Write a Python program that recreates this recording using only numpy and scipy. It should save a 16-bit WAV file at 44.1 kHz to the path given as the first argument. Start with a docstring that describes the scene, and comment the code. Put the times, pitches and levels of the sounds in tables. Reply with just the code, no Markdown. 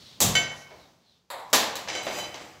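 """A faint swish and squeak, then a spark lighter snaps under a frying pan and the gas catches
with a soft thump. The pan clanks down on the burner grate, the lighter is put down on the counter,
and the pan is scraped and knocked into place, its metal ringing. The place is a tiled kitchen.
The stove is straight ahead of the microphone, far enough off that the hard walls
give back more of every blow than arrives directly."""
import sys
import numpy as np
from scipy import signal
from scipy.io import wavfile
from scipy.ndimage import uniform_filter1d

SR = 44100
rng = np.random.default_rng(int(sys.argv[2]) if len(sys.argv) > 2 else 0)


def materialize(psi):
    """Save the field psi as 16-bit PCM at rate SR to the path in sys.argv[1].

    A 1-D psi becomes a single channel; in a 2-D psi each row is a channel.
    """
    bounded = np.clip(np.atleast_2d(psi).T, -1, 1)
    quanta = np.round(bounded * 32767).astype(np.int16)
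    wavfile.write(sys.argv[1], SR, quanta)


N = 114660
T = np.arange(N) / SR
AGE = T[:SR]  # seconds since a blow

# Reverberation of the tiled kitchen. Each row: frequency in Hz, t60 in seconds.
ROOM_DECAY = [(100, 0.94), (400, 0.69), (1000, 0.9), (2800, .6), (7000, 0.4), (11000, 0.34), (16000, 0.28)]
# Spectra of the sounds at the microphone. Each row: frequency in Hz, relative level in dB.
ROOM_TONE_COLOUR = [(25, -31.5), (60, -2), (150, 1), (300, -4.5), (700, -7.5), (1500, -14), (2600, -16.5),
                    (4000, -14), (6000, -15), (9000, -28), (15500, -28)]
SWISH_COLOUR = [(1000, -24), (2500, -13), (3600, -1.5), (4500, -4.5), (6000, -13), (9000, -25),
                (15000, -32.5)]
RUSTLE_COLOUR = [(2000, -20), (6000, 10), (9000, -8), (11500, -5), (15500, -26)]
FLAME_COLOUR = [(25, -31.5), (40, -21), (55, -7.5), (100, 0.5), (220, 3.5), (310, -5.5), (370, -17),
                (450, -13.5), (700, -27.5), (2000, -61)]
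SNAP_COLOUR = [(25, -40), (60, -18), (200, -10.5), (500, 2), (1100, -3), (1400, -9), (2300, -7),
               (3600, 0.5), (4800, -2), (7600, 5.5), (9200, -9.5), (10500, -1.5), (12000, -7), (13300, 0),
               (16000, -10.5)]
TAP_COLOUR = [(60, -24.5), (300, -21), (550, -3), (1000, 1.5), (1400, -9), (2100, -7.5), (2800, -17.5),
              (4000, -7.5), (5900, -29), (7700, -13), (9400, -26.5), (11200, -15.5), (13500, -25),
              (15500, -24)]
KNOCK_COLOUR = [(25, -45), (60, -27), (150, -18.5), (240, -5.5), (360, -14), (450, -6), (800, -4),
                (1170, -8), (1350, -13), (1700, -10), (2600, -12), (3900, -7), (4700, -10), (7500, -9),
                (9300, -23), (11000, -13.5), (15500, -18)]
GRIT_COLOUR = [(25, -26), (55, -30), (100, 1), (300, -1.5), (600, 7), (900, 1), (1400, -0.5), (2200, 1),
               (4000, -6.5), (6000, -7), (8000, -6.5), (9500, -22.5), (15500, -46)]
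CLANK_COLOUR = [(25, -40), (60, -13), (200, -1.5), (650, 10.5), (1400, 1.5), (2200, 5.5), (4200, 1),
                (6200, 1), (7800, -9), (9300, -22.5), (15500, -28)]
SIDE_COLOUR = [(7000, 6), (8000, 5), (9200, -9), (10500, -7), (15500, -8), (17000, -40)]
# Swell of the room tone and of the catching gas. Each row: time in seconds, level in dB.
ROOM_TONE_LEVEL = [(0, -56), (.19, -57), (.6, -56), (.8, -56.5), (1.0, -66.5), (1.28, -73), (1.6, -50),
                   (2.6, -57)]
FLAME_LEVEL = [(.2, -60), (.22, -31), (.26, -32), (.30, -38), (.36, -48), (.6, -68.5), (.9, -77)]
# Faint sounds in the room. Each row: peak time in seconds, level in dB, width in seconds.
SWISHES = [(.0, -60, 0.051), (.10, -53, 0.076), (.84, -67, 0.061), (1.12, -68, .07)]
RUSTLES = [(.525, -59, 0.0072), (.585, -53, 0.047)]
SQUEAKS = [(.09, -57, 0.047), (.82, -63.5, 0.044), (1.11, -69, 0.045)]
# Low modes rung by the gas, and modes of the counter.
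# Each row: frequency in Hz, relative level in dB, t60 in seconds.
THUMP_MODES = [(58, -9, .6), (97, 0, .4), (117, -2, .6), (146, -3, .85), (191, 1, .5), (240, -14, 1.0),
               (439, -8, .5)]
COUNTER_MODES = [(319, -7, .6), (439, -5, .55), (538, -4, .55), (645, -1, .5), (827, 0, .55),
                 (1005, -2, .5), (1191, 0, .4), (1701, -5, .42), (4125, -5, .3), (4495, -7, .4)]
# The lighter's tip touches the counter. Each row: start in seconds, level in dB, body shelf in dB.
TIP_TAPS = [(1.3028, -37.5, -2.5), (1.333, -40, 15), (1.385, -46.5, 6)]
# The lighter lands on the counter. Each row: start in seconds, level in dB, rattle t60 in seconds,
# then direct sound, body shelf and treble shelf in dB.
COUNTER_KNOCKS = [(1.5015, -60, 0.012, -3, -12, -0.5), (1.5300, -17.5, 0.096, -8.5, -4, -2),
                  (1.755, -36, 0.041, -4.5, -3.5, -4.5)]
# Modes of the pan. Each row: frequency in Hz, relative level in dB and t60 in seconds when struck,
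# relative level in dB when scraped.
PAN_MODES = [(318, -30, .6, -4), (517, -26, .5, -6), (702, -15, .5, -5), (862, -26, .4, -9),
             (1543, -10, .58, -11), (1846, -28, .4, -8), (1906, -11, .48, -9), (2207, 0, .48, -4),
             (2412, -28, .3, -9), (2683, -12, .42, -12), (3039, 0, .4, -1), (3085, -16, .35, -4),
             (3499, -12, .38, -15), (3961, -12, .48, 0), (4045, -22, .3, -2), (4630, -11, .36, -14),
             (4818, -24, .3, -1), (4985, -19, .42, -5), (5912, -11, .36, -1), (6185, -10, .38, -5),
             (6853, -28, .3, -8), (7225, -7, .34, -12), (8750, -23, .25, -22), (10150, -28, .25, -35),
             (11820, -24, .24, -28)]
# Upper modes of the pan. Each row: frequency in Hz, relative level in dB.
SQUEAL_MODES = [(7849, -3), (8100, -1.5), (8662, -3), (10142, -4.5), (10900, -7.5), (11746, -1.5),
                (12500, -11), (13485, -6), (14200, -5), (15385, -7.5)]
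# The pan slides on the grate. Each row: time in seconds, then grit, singing and squeal in dB.
SLIDE_LEVELS = [(1.86, -67, -64, -80), (1.90, -42, -40, -70), (1.98, -40, -39, -82),
                (2.03, -47, -44.5, -51), (2.11, -43, -44.5, -54), (2.19, -36, -35.5, -44.5),
                (2.24, -48, -41.5, -65), (2.32, -68, -62, -61), (2.40, -47.5, -56, -68),
                (2.48, -56, -70, -65), (2.6, -65, -72, -90)]
# The pan hits the grate. Each row: start in seconds, then clack, body shelf, treble shelf and ring in dB.
PAN_CLANKS = [(0.3531, -30.5, -2, 7, -19.5), (.706, -49.5, 10.5, -17.5, -71), (1.876, -40, 3.5, -6, -60),
              (1.8853, -34, -8, -6, -39.5), (1.9512, -37, 1.5, -1.5, -36.5), (2.0668, -32, 4.5, -24, -44),
              (2.1093, -41.5, 1, -7, -57.5), (2.3435, -41, 0, -0.5, -54)]

BODY_HZ, TREBLE_HZ = 1190, 6760  # shelf corners
ATTACK = 2205  # samples: a blow's level is set over its first 50 ms


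def amp(db):
    """Decibels to gain."""
    return 10 ** (np.asarray(db) / 20)


def unit_rms(x, size=None):
    """Scales to rms 1, over the first samples or over all."""
    return x / np.sqrt(np.mean(x[:size] ** 2) + 1e-20)


def at_hz(points, hz):
    """Reads a table on a log-frequency axis."""
    f, value = np.transpose(points)
    return np.interp(np.log(hz + 1), np.log(f + 1), value)


def level(table, column=1):
    """Gain over time from one dB column; silent until 30 ms before the first row."""
    table = np.array(table)
    return amp(np.interp(T, table[:, 0], table[:, column])) * (T >= table[0, 0] - .03)


def swell(s, db, width):
    """A bell-shaped rise and fall in gain."""
    return amp(db) * np.exp(-((T - s) / width) ** 2 / 2)


def add(mix, s, sound):
    """Mixes a sound in at s seconds."""
    part = mix[round(s * SR):][:len(sound)]
    part += sound[:len(part)]


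def through(x, response):
    """Convolves and keeps the length."""
    return signal.fftconvolve(x, response)[:len(x)]


def coloured(x, colour, body_db=0, treble_db=0):
    """Minimum-phase filter from a spectrum, with a low and a high shelf."""
    hz = abs(np.fft.fftfreq(4096, 1 / SR))
    low = 1 / (1 + (hz / BODY_HZ) ** 4)
    high = 1 - 1 / (1 + (hz / TREBLE_HZ) ** 4)
    log_gain = np.log(amp(at_hz(colour, hz) + body_db * low + treble_db * high))
    spectrum = np.exp(np.conj(signal.hilbert(log_gain)))
    return through(x, np.fft.ifft(spectrum).real[:len(hz) // 2])


def ring(modes):
    """Struck modes: decaying sines of random polarity."""
    return sum(amp(db - 60 * AGE / t60) * np.sin(2 * np.pi * hz * AGE) * rng.choice([-1, 1])
               for hz, db, t60 in modes)


def room_tone():
    """The quiet, low noise of the kitchen."""
    return level(ROOM_TONE_LEVEL) * unit_rms(coloured(rng.standard_normal(N), ROOM_TONE_COLOUR))


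def swishes(rows, colour):
    """Soft swells of noise, faint at the microphone."""
    return sum(swell(*row) for row in rows) * unit_rms(coloured(rng.standard_normal(N), colour))


def squeaks(centre_hz=3970, sag_hz_per_s=5400, band_hz=400):
    """Narrow bands of noise that swell and sink in pitch."""
    out = np.zeros(N)
    lowpass = signal.butter(2, band_hz / 2, fs=SR, output="sos")
    for s, db, width in SQUEAKS:
        fuzz = unit_rms(signal.sosfilt(lowpass, rng.standard_normal(N)))
        turns = centre_hz * (T - s) - sag_hz_per_s * (T - s) ** 2 / 2
        out += swell(s, db, width) * fuzz * np.sqrt(2) * np.sin(2 * np.pi * turns)
    return out


def kitchen_echo(build_s=.002, first_echo_s=.009, echo_db=-8):
    """A few reflections off the tiles and a dense tail that dies faster in the treble; energy 1."""
    hz, t, spectra = signal.stft(rng.standard_normal(SR), SR, nperseg=256)
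    decay = amp(-60 * t / at_hz(ROOM_DECAY, hz)[:, None])
    tail = signal.istft(spectra * decay, SR, nperseg=256)[1][:SR]
    tail *= 1 - np.exp(-AGE / build_s)
    tail /= np.linalg.norm(tail)
    for late, size in rng.random(size=(8, 2)):
        tail[int(first_echo_s * (1 + late) * SR)] += amp(echo_db) * (size - .5)
    return tail / np.linalg.norm(tail)


def blow(colour, rattle_s, direct_db, body_db=0, treble_db=0, chatter=1.0):
    """A hard contact and its brief rattle reach the microphone directly; the walls answer the hit."""
    rattle = rng.standard_normal(SR) * amp(-60 * AGE / rattle_s)
    contact = chatter * rattle / np.linalg.norm(rattle)
    contact[0] += 1  # the hit itself
    direct = amp(direct_db) * contact / np.linalg.norm(contact)
    return unit_rms(coloured(direct + kitchen_echo(), colour, body_db, treble_db), ATTACK)


def flame(thump_s=.243, thump_db=-28, rise_s=.0048):
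    """The gas catches: a low puff that leaves the room booming."""
    out = level(FLAME_LEVEL) * unit_rms(coloured(rng.standard_normal(N), FLAME_COLOUR))
    thump = ring(THUMP_MODES) * (1 - np.exp(-AGE / rise_s))
    add(out, thump_s, amp(thump_db) * unit_rms(thump, ATTACK))
    return out


def lighter_snap(start_s=.2045, db=-21.5, echo_delay_s=.0105, echo_db=-1.5):
    """The spark snaps under the pan and its sound rebounds off the wall."""
    out = np.zeros(N)
    add(out, start_s, amp(db) * blow(SNAP_COLOUR, rattle_s=.024, direct_db=-8))
    rebound = blow(SNAP_COLOUR, rattle_s=.02, direct_db=-13.5)
    add(out, start_s + echo_delay_s, amp(db + echo_db) * rebound)
    return out


def lighter_put_down(ring_db=-5):
    """The tip taps dully, then the steel tube lands and rings the counter."""
    out = np.zeros(N)
    for s, db, body_db in TIP_TAPS:
        add(out, s, amp(db) * blow(TAP_COLOUR, rattle_s=.018, direct_db=-8.5, body_db=body_db))
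    for s, db, rattle_s, direct_db, body_db, treble_db in COUNTER_KNOCKS:
        counter = amp(ring_db + body_db) * unit_rms(ring(COUNTER_MODES), ATTACK)
        knock = blow(KNOCK_COLOUR, rattle_s, direct_db, body_db, treble_db, chatter=4.9)
        add(out, s, amp(db) * (knock + counter))
    return out


def pan_slide(slips_per_s=2000, spread_db=3, t60_ratio=.28, squeal_t60_s=.012):
    """Tiny slips on the grate grind and make the pan sing, with a shorter ring than when struck."""
    slips = (rng.random(N) < slips_per_s / SR) * rng.standard_normal(N)
    slips *= amp(spread_db * rng.standard_normal(N))
    pan_ring = ring([(hz, db, t60_ratio * t60) for hz, _, t60, db in PAN_MODES])
    upper_ring = ring([(hz, db, squeal_t60_s) for hz, db in SQUEAL_MODES])
    grit = unit_rms(coloured(slips, GRIT_COLOUR)) * level(SLIDE_LEVELS, column=1)
    sing = unit_rms(through(slips, pan_ring)) * level(SLIDE_LEVELS, column=2)
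    squeal = unit_rms(through(slips, upper_ring)) * level(SLIDE_LEVELS, column=3)
    direct = grit + sing + squeal
    return .69 * direct + .78 * through(direct, kitchen_echo())


def pan_clanks(twin_ratio=1.00205, twin_db=-7.5, room_db=-4):
    """Each contact clacks the grate and rings the pan; every mode has a close twin that beats with it."""
    tone = np.zeros(SR)
    for hz, db, t60, _ in PAN_MODES:
        phase = 2 * np.pi * hz * AGE
        tone += amp(db - 60 * AGE / t60) * (np.sin(phase) + amp(twin_db) * np.sin(twin_ratio * phase))
    out = np.zeros(N)
    for s, clack_db, body_db, treble_db, ring_db in PAN_CLANKS:
        echo = through(tone * amp(-300 * AGE), kitchen_echo())  # the walls answer the start of the ring
        add(out, s, amp(ring_db) * unit_rms(tone + amp(room_db) * echo, ATTACK))
        clack = blow(CLANK_COLOUR, rattle_s=.034, direct_db=-4,
                     body_db=body_db, treble_db=treble_db, chatter=3.8)
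        add(out, s, amp(clack_db) * clack)
    return out


def scene(side_hz=7500, side_db=-11.5):
    """Everything stands straight ahead; only the top treble differs between left and right."""
    mid = lighter_snap() + lighter_put_down() + flame() + pan_clanks() + pan_slide()
    mid += squeaks() + room_tone() + swishes(SWISHES, SWISH_COLOUR) + swishes(RUSTLES, RUSTLE_COLOUR)
    highpass = signal.butter(10, side_hz, "high", fs=SR, output="sos")
    treble, scatter = signal.sosfilt(highpass, [mid, rng.standard_normal(N)])
    treble_envelope = np.sqrt(abs(uniform_filter1d(treble ** 2, size=128)))
    side = treble_envelope * unit_rms(coloured(scatter, SIDE_COLOUR))
    return mid + amp(side_db) * np.array([side, -side])


def record(dry):
    """The microphone feeds the recorder's 42 Hz rumble filter and 15.8 kHz band limit."""
    rumble_filter = signal.butter(4, 42, "high", fs=SR, output="sos")
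    band_limit = signal.firwin(401, 15800, window=("kaiser", 8), fs=SR)
    return signal.oaconvolve(signal.sosfilt(rumble_filter, dry), band_limit[None], "same")


dry = scene()
out = record(dry)
materialize(out)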